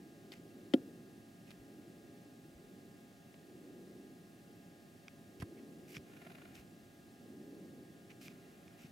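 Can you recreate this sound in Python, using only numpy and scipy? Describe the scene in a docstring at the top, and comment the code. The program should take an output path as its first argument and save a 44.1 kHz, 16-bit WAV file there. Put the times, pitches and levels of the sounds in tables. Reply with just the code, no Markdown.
"""Outdoors among bare trees on a calm evening, a distant wind turbine turns:
a low rumble, and a rush of air that swells as each blade sweeps down.
Close by, the hand-held camera's motor whines and its microphone hisses. Fingers knock, tick and rub
the case, wind puffs and bumps thump softly, the zoom lever's spring snaps,
and the lens motor chatters as it zooms out."""
import sys
import numpy as np
from scipy import signal
from scipy.fft import rfft, irfft, next_fast_len
from scipy.io import wavfile

SR = 44100
rng = np.random.default_rng(int(sys.argv[2]) if len(sys.argv) > 2 else 0)


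def log_audio(samples):
    """Write samples as a 16-bit WAV file to the path given in sys.argv[1]."""
    # one column per channel
    frames = np.atleast_2d(samples).T
    # limit to full scale, then quantise
    limited = np.clip(frames, -1, 1)
    pcm = np.round(limited * 32767).astype(np.int16)
    wavfile.write(sys.argv[1], SR, pcm)


N = 392931
TIME = np.arange(N) / SR
FFT_SIZE = 2 * next_fast_len(N // 2 + 1)
FREQ = np.maximum(np.arange(FFT_SIZE // 2 + 1) * SR / FFT_SIZE, 1)


# one blade after another: (swish level [dB], wash level [dB])
BLADE_PASSES = [(-62, -58.5), (-58.5, -60.5), (-56, -63), (-55, -62.5), (-54.5, -62)]
def blade_sweep(first_s=0.012, period_s=1.879, swish_width_s=0.3, wash_width_s=0.45, wash_delay_s=0.72):
    """Envelope of the rush: each blade swishes down, then trails a broader wash."""
    power = 0
    for k, (swish_db, wash_db) in enumerate(BLADE_PASSES):
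        peak_s = first_s + k * period_s
        swish = from_db(swish_db) ** 2 * swell(peak_s, swish_width_s)
        wash = from_db(wash_db) ** 2 * swell(peak_s + wash_delay_s, wash_width_s)
        power = power + swish + wash
    return np.sqrt(power)


# tone of the dark rush of air: (frequency [Hz], relative level [dB])
RUSH_EQ = [(70, -37), (120, -19.5), (190, -2), (280, 1), (390, -1), (490, -12), (570, -13), (760, -33),
           (900, -35), (2000, -46)]
# tone of the rumble bed: (frequency [Hz], relative level [dB])
RUMBLE_EQ = [(20, -52), (45, -26), (70, -14), (105, -2), (125, -3.5), (165, 1.5), (260, -1), (380, -7.5),
             (490, -21), (640, -37), (900, -33.5), (2000, -39)]
def turbine(rumble_db=-60.0, rush_trim_db=1.0, gust_db=0.52):
    """Blades rush through the air over a steady rumble; distance has taken the treble."""
    envelope = blade_sweep() * from_db(rush_trim_db + gust_db * drift(14))
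    rush = envelope * noise(at_hz(RUSH_EQ), AIR_STEREO)
    rumble = from_db(rumble_db + gust_db * drift(6.9)) * noise(at_hz(RUMBLE_EQ), AIR_STEREO)
    return rush + rumble


# the two hits of one finger knock: (time [s], strength [dB], contact time [s])
KNOCK_HITS = [(0.7371, -26.5, 0.00056), (0.7399, -11, 0.0018)]
# the boxy ring of the case: (frequency [Hz], gain [dB], 60 dB decay [s])
BODY_MODES = [(262.6, -17.5, 0.15), (298, -4.5, 0.051), (355, -3.5, 0.034), (525, -7, 0.039),
              (708, -13.5, 0.067), (780, -18, 0.041)]
def knock(low_cut_hz=208, tail_db=-46, tail_t60=0.63, right_lag_s=0.00013):
    """A fingertip rings the case, too small for bass; the sound reaches the left microphone first."""
    force = np.zeros(N)
    for s, db, contact_s in KNOCK_HITS:
        push = np.hanning(int(contact_s * SR) + 3)
        add(force, s, from_db(db) * push / push.sum())
    body = sum(from_db(db) * ring(force, hz, t60) for hz, db, t60 in BODY_MODES)
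    body = np.array([body, np.interp(TIME - right_lag_s, TIME, body)])
    age = TIME - KNOCK_HITS[-1][0]
    fade = (age > 0) * from_db(tail_db - 60 * np.abs(age) / tail_t60)
    dull_tail = fade * noise(at_hz(RUSH_EQ), AIR_STEREO)
    return low_cut(body + dull_tail, low_cut_hz, order=6)


# nail taps either side of the fingertip's hits: (time [s], strength [dB])
NAIL_TAPS = [(0.7366, -29), (.7418, -42)]
# the shell's bright ring: (frequency [Hz], gain [dB], 60 dB decay [s], left over right [dB])
PLASTIC_MODES = [(1396, -12.5, 0.036, 8), (2010, -12, 0.022, 17), (2400, -13.5, 0.017, 14),
                 (3060, -3, 0.016, 7), (3300, -4, 0.014, 6), (3670, -12, 0.014, 1), (4300, -13, 0.012, 3),
                 (5080, -14, 0.017, 2)]
def nail_snap():
    """The knock's hard edge: a nail strikes the plastic shell, nearer the left microphone."""
    force = np.zeros(N)
    for s, db in NAIL_TAPS:
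        add(force, s, from_db([db]))
    return sum((-1) ** k * from_db(db) * pan(pan_db) * ring(force, hz, t60)
               for k, (hz, db, t60, pan_db) in enumerate(PLASTIC_MODES))


# low, soft thumps: (time [s], strength [dB], pitch [Hz])
THUMPS = [(1.585, -53, 55), (2.549, -49, 62), (2.645, -63, 45), (3.343, -46, 568), (5.398, -39, 91),
          (5.4235, -29.5, 102), (5.4225, -28.5, 213), (5.4225, -41, 765), (5.969, -38.5, 148),
          (5.981, -48, 75), (6.48, -55, 68), (6.588, -50, 68), (6.82, -66, 50), (8.284, -46, 170),
          (8.845, -37, 171)]
def low_thumps(decay_cycles=5.7, low_cut_ratio=0.64):
    """Puffs of wind on the microphone and bumps of the case, each dying in a few cycles."""
    out, age = np.zeros(N), TIME[:SR // 2]
    for s, db, hz in THUMPS:
        phase = 2 * np.pi * hz * age
        attack = 1 - np.exp(-phase)
        decay = from_db(db - 60 * age * hz / decay_cycles)
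        add(out, s, low_cut(np.sin(phase) * attack * decay, low_cut_ratio * hz, order=3))
    return out


# ticks on the case: (time [s], level [dB], 60 dB decay [s], treble tilt [dB/octave],
# resonance [Hz], left over right [dB])
TICKS = [(0.3206, -48, 0.025, 1.5, 4640, 6), (.7378, -38, 0.027, -0.5, 3220, 12.5),
         (1.5062, -52.5, 0.036, 2.5, 2600, -3), (1.514, -52.5, 0.022, 0, 2700, -1),
         (3.342, -56, 0.024, -5, 2800, 1), (5.4005, -53, 0.017, 6, 3400, -3),
         (5.4217, -42.5, 0.037, -11, 1100, -9), (5.425, -51, 0.016, 9, 780, 7),
         (6.553, -53, 0.025, 4, 2600, -1)]
# tone of a tick: (frequency [Hz], relative level [dB])
TICK_EQ = [(300, -1), (740, 5), (950, -3), (1400, -2), (2000, 1.5), (2700, -3), (3900, -1.5), (5300, -8),
           (6500, -14), (10000, -14), (12800, -20.5), (16000, -32)]
def finger_ticks(ring_db=9):
    """Fingers tick against plastic: tight cracks of noise that die at once."""
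    out = np.zeros((2, N))
    for s, db, t60, tilt_db, hz, pan_db in TICKS:
        age, crack = case_noise(TICK_EQ, tilt_db, hz, ring_db, pan_db)
        add(out, s, crack * from_db(db - 60 * age / t60))
    return out


# finger slides: (time [s], length [s], level [dB], treble tilt [dB/octave], resonance [Hz])
SLIDES = [(0.317, 0.027, -57.5, -1, 1900), (0.336, 0.055, -69.5, -1, 2000), (1.466, 0.065, -68.5, -1, 2600),
          (5.4, 0.027, -58, 0.5, 1900), (5.565, 0.04, -69, -8, 2400), (5.876, 0.11, -61.5, 3.5, 2200),
          (5.941, 0.042, -55, -4.5, 5200), (6.541, 0.073, -62.5, 1.5, 2620),
          (8.096, 0.029, -60.5, -4.5, 2470), (8.209, 0.078, -58, 2.5, 2400), (8.286, 0.043, -66, 0, 2600),
          (8.78, 0.094, -65, 1, 2680)]
# tone of skin on plastic: (frequency [Hz], relative level [dB])
SLIDE_EQ = [(200, -21), (1100, -7), (1700, -1), (2300, 5), (2900, 2.5), (3600, -4.5), (5200, -4),
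            (7000, -8), (10800, -13.5), (12900, -8), (14200, -17), (16000, -18.5)]
def finger_rubs(grain_db=2.0, pressure_curve=0.29, ring_db=4, pan_db=-1.2):
    """Skin slides on the case: a grainy hiss that swells with the pressure."""
    friction = np.zeros((2, N))
    for s, length, db, tilt_db, hz in SLIDES:
        age, hiss = case_noise(SLIDE_EQ, tilt_db, hz, ring_db, pan_db)
        pressure = (age < length) * np.abs(np.sin(np.pi * age / length)) ** pressure_curve
        add(friction, s, hiss * pressure * from_db(db))
    return friction * from_db(grain_db * drift(400))


# lever clicks: (time [s], strength [dB])
LEVER_CLICKS = [(5.082, -41.5), (5.9675, -37), (8.2818, -42.5), (8.6798, -54)]
# the ping of the switch spring: (frequency [Hz], gain [dB], 60 dB decay [s])
SPRING_MODES = [(1680, -24, 0.043), (2440, -0.5, 0.0054), (3030, -7, 0.008), (5300, -4.5, 0.0071)]
def zoom_lever(travel_s=0.000845, muffle_hz=6500, pan_db=-2):
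    """The switch spring flips and lands, ringing both times: a dry snap, softened by the case."""
    force = np.zeros(N)
    for s, db in LEVER_CLICKS:
        for delay in (0, travel_s):
            add(force, s + delay, from_db([db]))
    snap = sum(from_db(db) * ring(force, hz, t60) for hz, db, t60 in SPRING_MODES)
    snap = low_cut(snap, hz=1210, order=2)
    muffle = signal.butter(2, muffle_hz, fs=SR, output="sos")
    return signal.sosfilt(muffle, snap) * pan(pan_db)


# a fast zoom, then a slow, quieter one: (start [s], end [s], level [dB])
ZOOM_MOVES = [(6.06, 6.63, -67.5), (8.3, 8.902, -72.5)]
# the motor's chatter: (time [s], level [dB])
MOTOR_SPURTS = [(6.137, -60), (6.171, -56), (6.221, -54.5), (6.253, -57), (6.27, -53.5), (6.304, -54),
                (6.32, -55.5), (6.354, -53.5), (6.387, -57.5), (6.421, -56), (6.456, -57)]
# the barrel's resonances: (frequency [Hz], width [Hz], relative level [dB])
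BARREL_PEAKS = [(660, 160, 2), (1050, 130, -6.5), (1414, 110, -0.5), (1780, 150, -2), (2110, 260, -1.5),
                (2430, 97, -4), (2770, 200, -4), (3430, 1400, -4.5), (11500, 8100, -9)]
# the gears' thin singing: (frequency [Hz], width [Hz], relative level [dB])
GEAR_PEAKS = [(5300, 450, -14), (6640, 590, -4), (10700, 700, -3), (13000, 700, -3)]
def lens_zoom(ramp_s=0.066, spurt_width_s=0.0039, sing_trim_db=-11):
    """The gears whirr and sing while zooming; short spurts of the motor rattle the barrel."""
    running = 0
    for start, end, db in ZOOM_MOVES:
        inside_s = np.minimum(TIME - start, end - TIME)
        running = running + from_db(db) * np.clip(inside_s / ramp_s + .5, 0, 1)
    effort = running
    for s, db in MOTOR_SPURTS:
        spurt = np.exp(-.5 * np.minimum(((TIME - s) / spurt_width_s) ** 2, 100))
        effort = np.maximum(effort, from_db(db) * spurt)
    singing = running * from_db(sing_trim_db) * noise(resonances(GEAR_PEAKS), CASE_STEREO)
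    rattle = effort * noise(resonances(BARREL_PEAKS), CASE_STEREO)
    return rattle + singing


# the whine: (harmonic [number], left level [dB], right level [dB], right lag [rad])
WHINE_PARTIALS = [(5, -77, -75.5, 0.25), (6, -81, -74, 1.89), (9, -81.5, -80.5, 1.53),
                  (12, -76, -81.5, 0.85)]
# the humming case: (frequency [Hz], width [Hz], relative level [dB])
HUM_PEAKS = [(571, 43, -73), (720, 63, -74.5), (813, 44, -80), (1064, 85, -82.5), (1422, 67, -81.5),
             (1830, 100, -80.5), (2710, 42, -83)]
def drive_motor(speed_hz=136.38, wow=0.00029, waver_db=0.43, hum_db=-70.5):
    """The camera's motor whines thinly while its bearing noise hums in the case resonances."""
    phase = 2 * np.pi * np.cumsum(speed_hz * (1 + wow * drift(4.95))) / SR
    whine = 0
    for harmonic, left_db, right_db, lag in WHINE_PARTIALS:
        left = from_db(left_db) * np.sin(harmonic * phase)
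        right = from_db(right_db) * np.sin(harmonic * phase - lag)
        whine = whine + np.sqrt(2) * np.array([left, right]) * from_db(waver_db * drift(8))
    return whine + from_db(hum_db) * noise(resonances(HUM_PEAKS), CASE_STEREO)


# tone of the noise floor: (frequency [Hz], relative level [dB])
HISS_EQ = [(100, -1), (900, -5.5), (1550, -4.5), (1720, 4.5), (2300, 2), (4000, -0.5), (7000, -4),
           (11000, -6), (12600, -5.5), (15800, -9.5)]
def microphone_hiss(level_db=-69.5):
    """The microphone's own steady hiss."""
    return from_db(level_db) * noise(at_hz(HISS_EQ), CASE_STEREO)


# tone of the low breath of air: (frequency [Hz], relative level [dB])
BREATH_EQ = [(15, -20), (45, -0.5), (80, -3), (250, 2), (420, 4), (900, -26), (3000, -41)]
def port_air(level_db=-74):
    """Air brushes each microphone port separately, so the sound is fully wide."""
    return from_db(level_db) * noise(at_hz(BREATH_EQ), stereo=[(1, 0)])


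# stereo image of the outdoor air: (frequency [Hz], left-right correlation [0-1])
AIR_STEREO = [(25, 0.11), (60, 0.47), (130, 0.94), (300, 0.97), (550, 0.97), (1000, 0.51)]
# stereo image of the camera's noises: (frequency [Hz], left-right correlation [0-1])
CASE_STEREO = [(200, 0.82), (700, 0.34), (1200, 0.17), (1900, 0.13), (2800, 0.37), (4200, 0.86),
               (8000, 0.89), (13000, 0.18)]
def noise(spectrum_db, stereo, hz=FREQ):
    """Mid-side noise of unit power with a given tone and stereo image."""
    mid, side = rfft(rng.standard_normal((2, 2 * len(hz) - 2)))
    alike = np.clip(at_hz(stereo, hz), -1, 1)
    pair = np.sqrt(1 + alike) * mid + np.sqrt(1 - alike) * side * [[1], [-1]]
    return rms_one(irfft(pair * from_db(spectrum_db)))[:, :N]


def case_noise(eq, tilt_db, ring_hz, ring_db, pan_db, width_octaves=0.18, size=8192):
    """A time axis and a short noise, tilted above 2 kHz and peaked where the touched part rings."""
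    hz = np.maximum(np.arange(size // 2 + 1) * SR / size, 1)
    treble = tilt_db * np.log2(np.maximum(hz, 2000) / 2000)
    peak = ring_db / (1 + (np.log2(hz / ring_hz) / width_octaves) ** 2)
    sound = noise(at_hz(eq, hz) + treble + peak, CASE_STEREO, hz)
    return np.arange(size) / SR, sound * pan(pan_db)


def ring(force, hz, t60):
    """Resonator: a unit click starts a decaying sine of height 1."""
    r, w = from_db(-60 / (t60 * SR)), 2 * np.pi * hz / SR
    return signal.lfilter([0, np.sin(w)], [1, -2 * r * np.cos(w), r * r], force + 1e-18)


def resonances(peaks):
    """Spectrum in dB of a bank of resonant peaks."""
    power = sum(from_db(db) ** 2 / width / (1 + 2 * ((FREQ - hz) / width) ** 2) ** 2
                for hz, width, db in peaks)
    return 10 * np.log10(power)


def swell(peak_s, width_s, steepness=2.55):
    """A round-topped rise and fall."""
    return np.exp(-np.abs((TIME - peak_s) / width_s) ** steepness)


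def drift(per_s):
    """Random wander of unit power."""
    knots = np.arange(0, TIME[-1] + 1, 1 / per_s)
    return rms_one(np.interp(TIME, knots, rng.standard_normal(len(knots))))


def at_hz(points, hz=FREQ):
    """Draw a curve through points on a log-frequency axis."""
    knots, values = np.transpose(points)
    return np.interp(np.log(hz), np.log(knots), values)


def low_cut(x, hz, order):
    """Roll off the bass."""
    return signal.sosfilt(signal.butter(order, hz, "high", fs=SR, output="sos"), x)


def add(out, s, sound):
    """Mix a short sound in at time s."""
    start = int(np.clip(s * SR, 0, N - 1))
    out[..., start:start + sound.shape[-1]] += sound[..., :N - start]


def pan(db):
    """Stereo gains; positive leans left."""
    return from_db([[db / 2], [-db / 2]])


def from_db(db):
    """Decibels to gain."""
    return 10 ** (np.asarray(db) / 20)


def rms_one(x):
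    """Scale to unit power."""
    return x / np.sqrt(np.mean(x ** 2) + 1e-20)


def scene():
    """The mix: the far turbine and the close sounds over a bed of hiss and air."""
    bed = microphone_hiss() + port_air()
    close = drive_motor() + knock() + nail_snap() + finger_ticks() + finger_rubs()
    close += low_thumps() + zoom_lever() + lens_zoom()
    return turbine() * pan(db=-.5) + close + bed


def record(dry, cutoff_hz=15850):
    """A steep high cut takes off the very top."""
    return signal.sosfilt(signal.ellip(12, .1, 80, cutoff_hz, fs=SR, output="sos"), dry)


dry = scene()
out = record(dry)
log_audio(out)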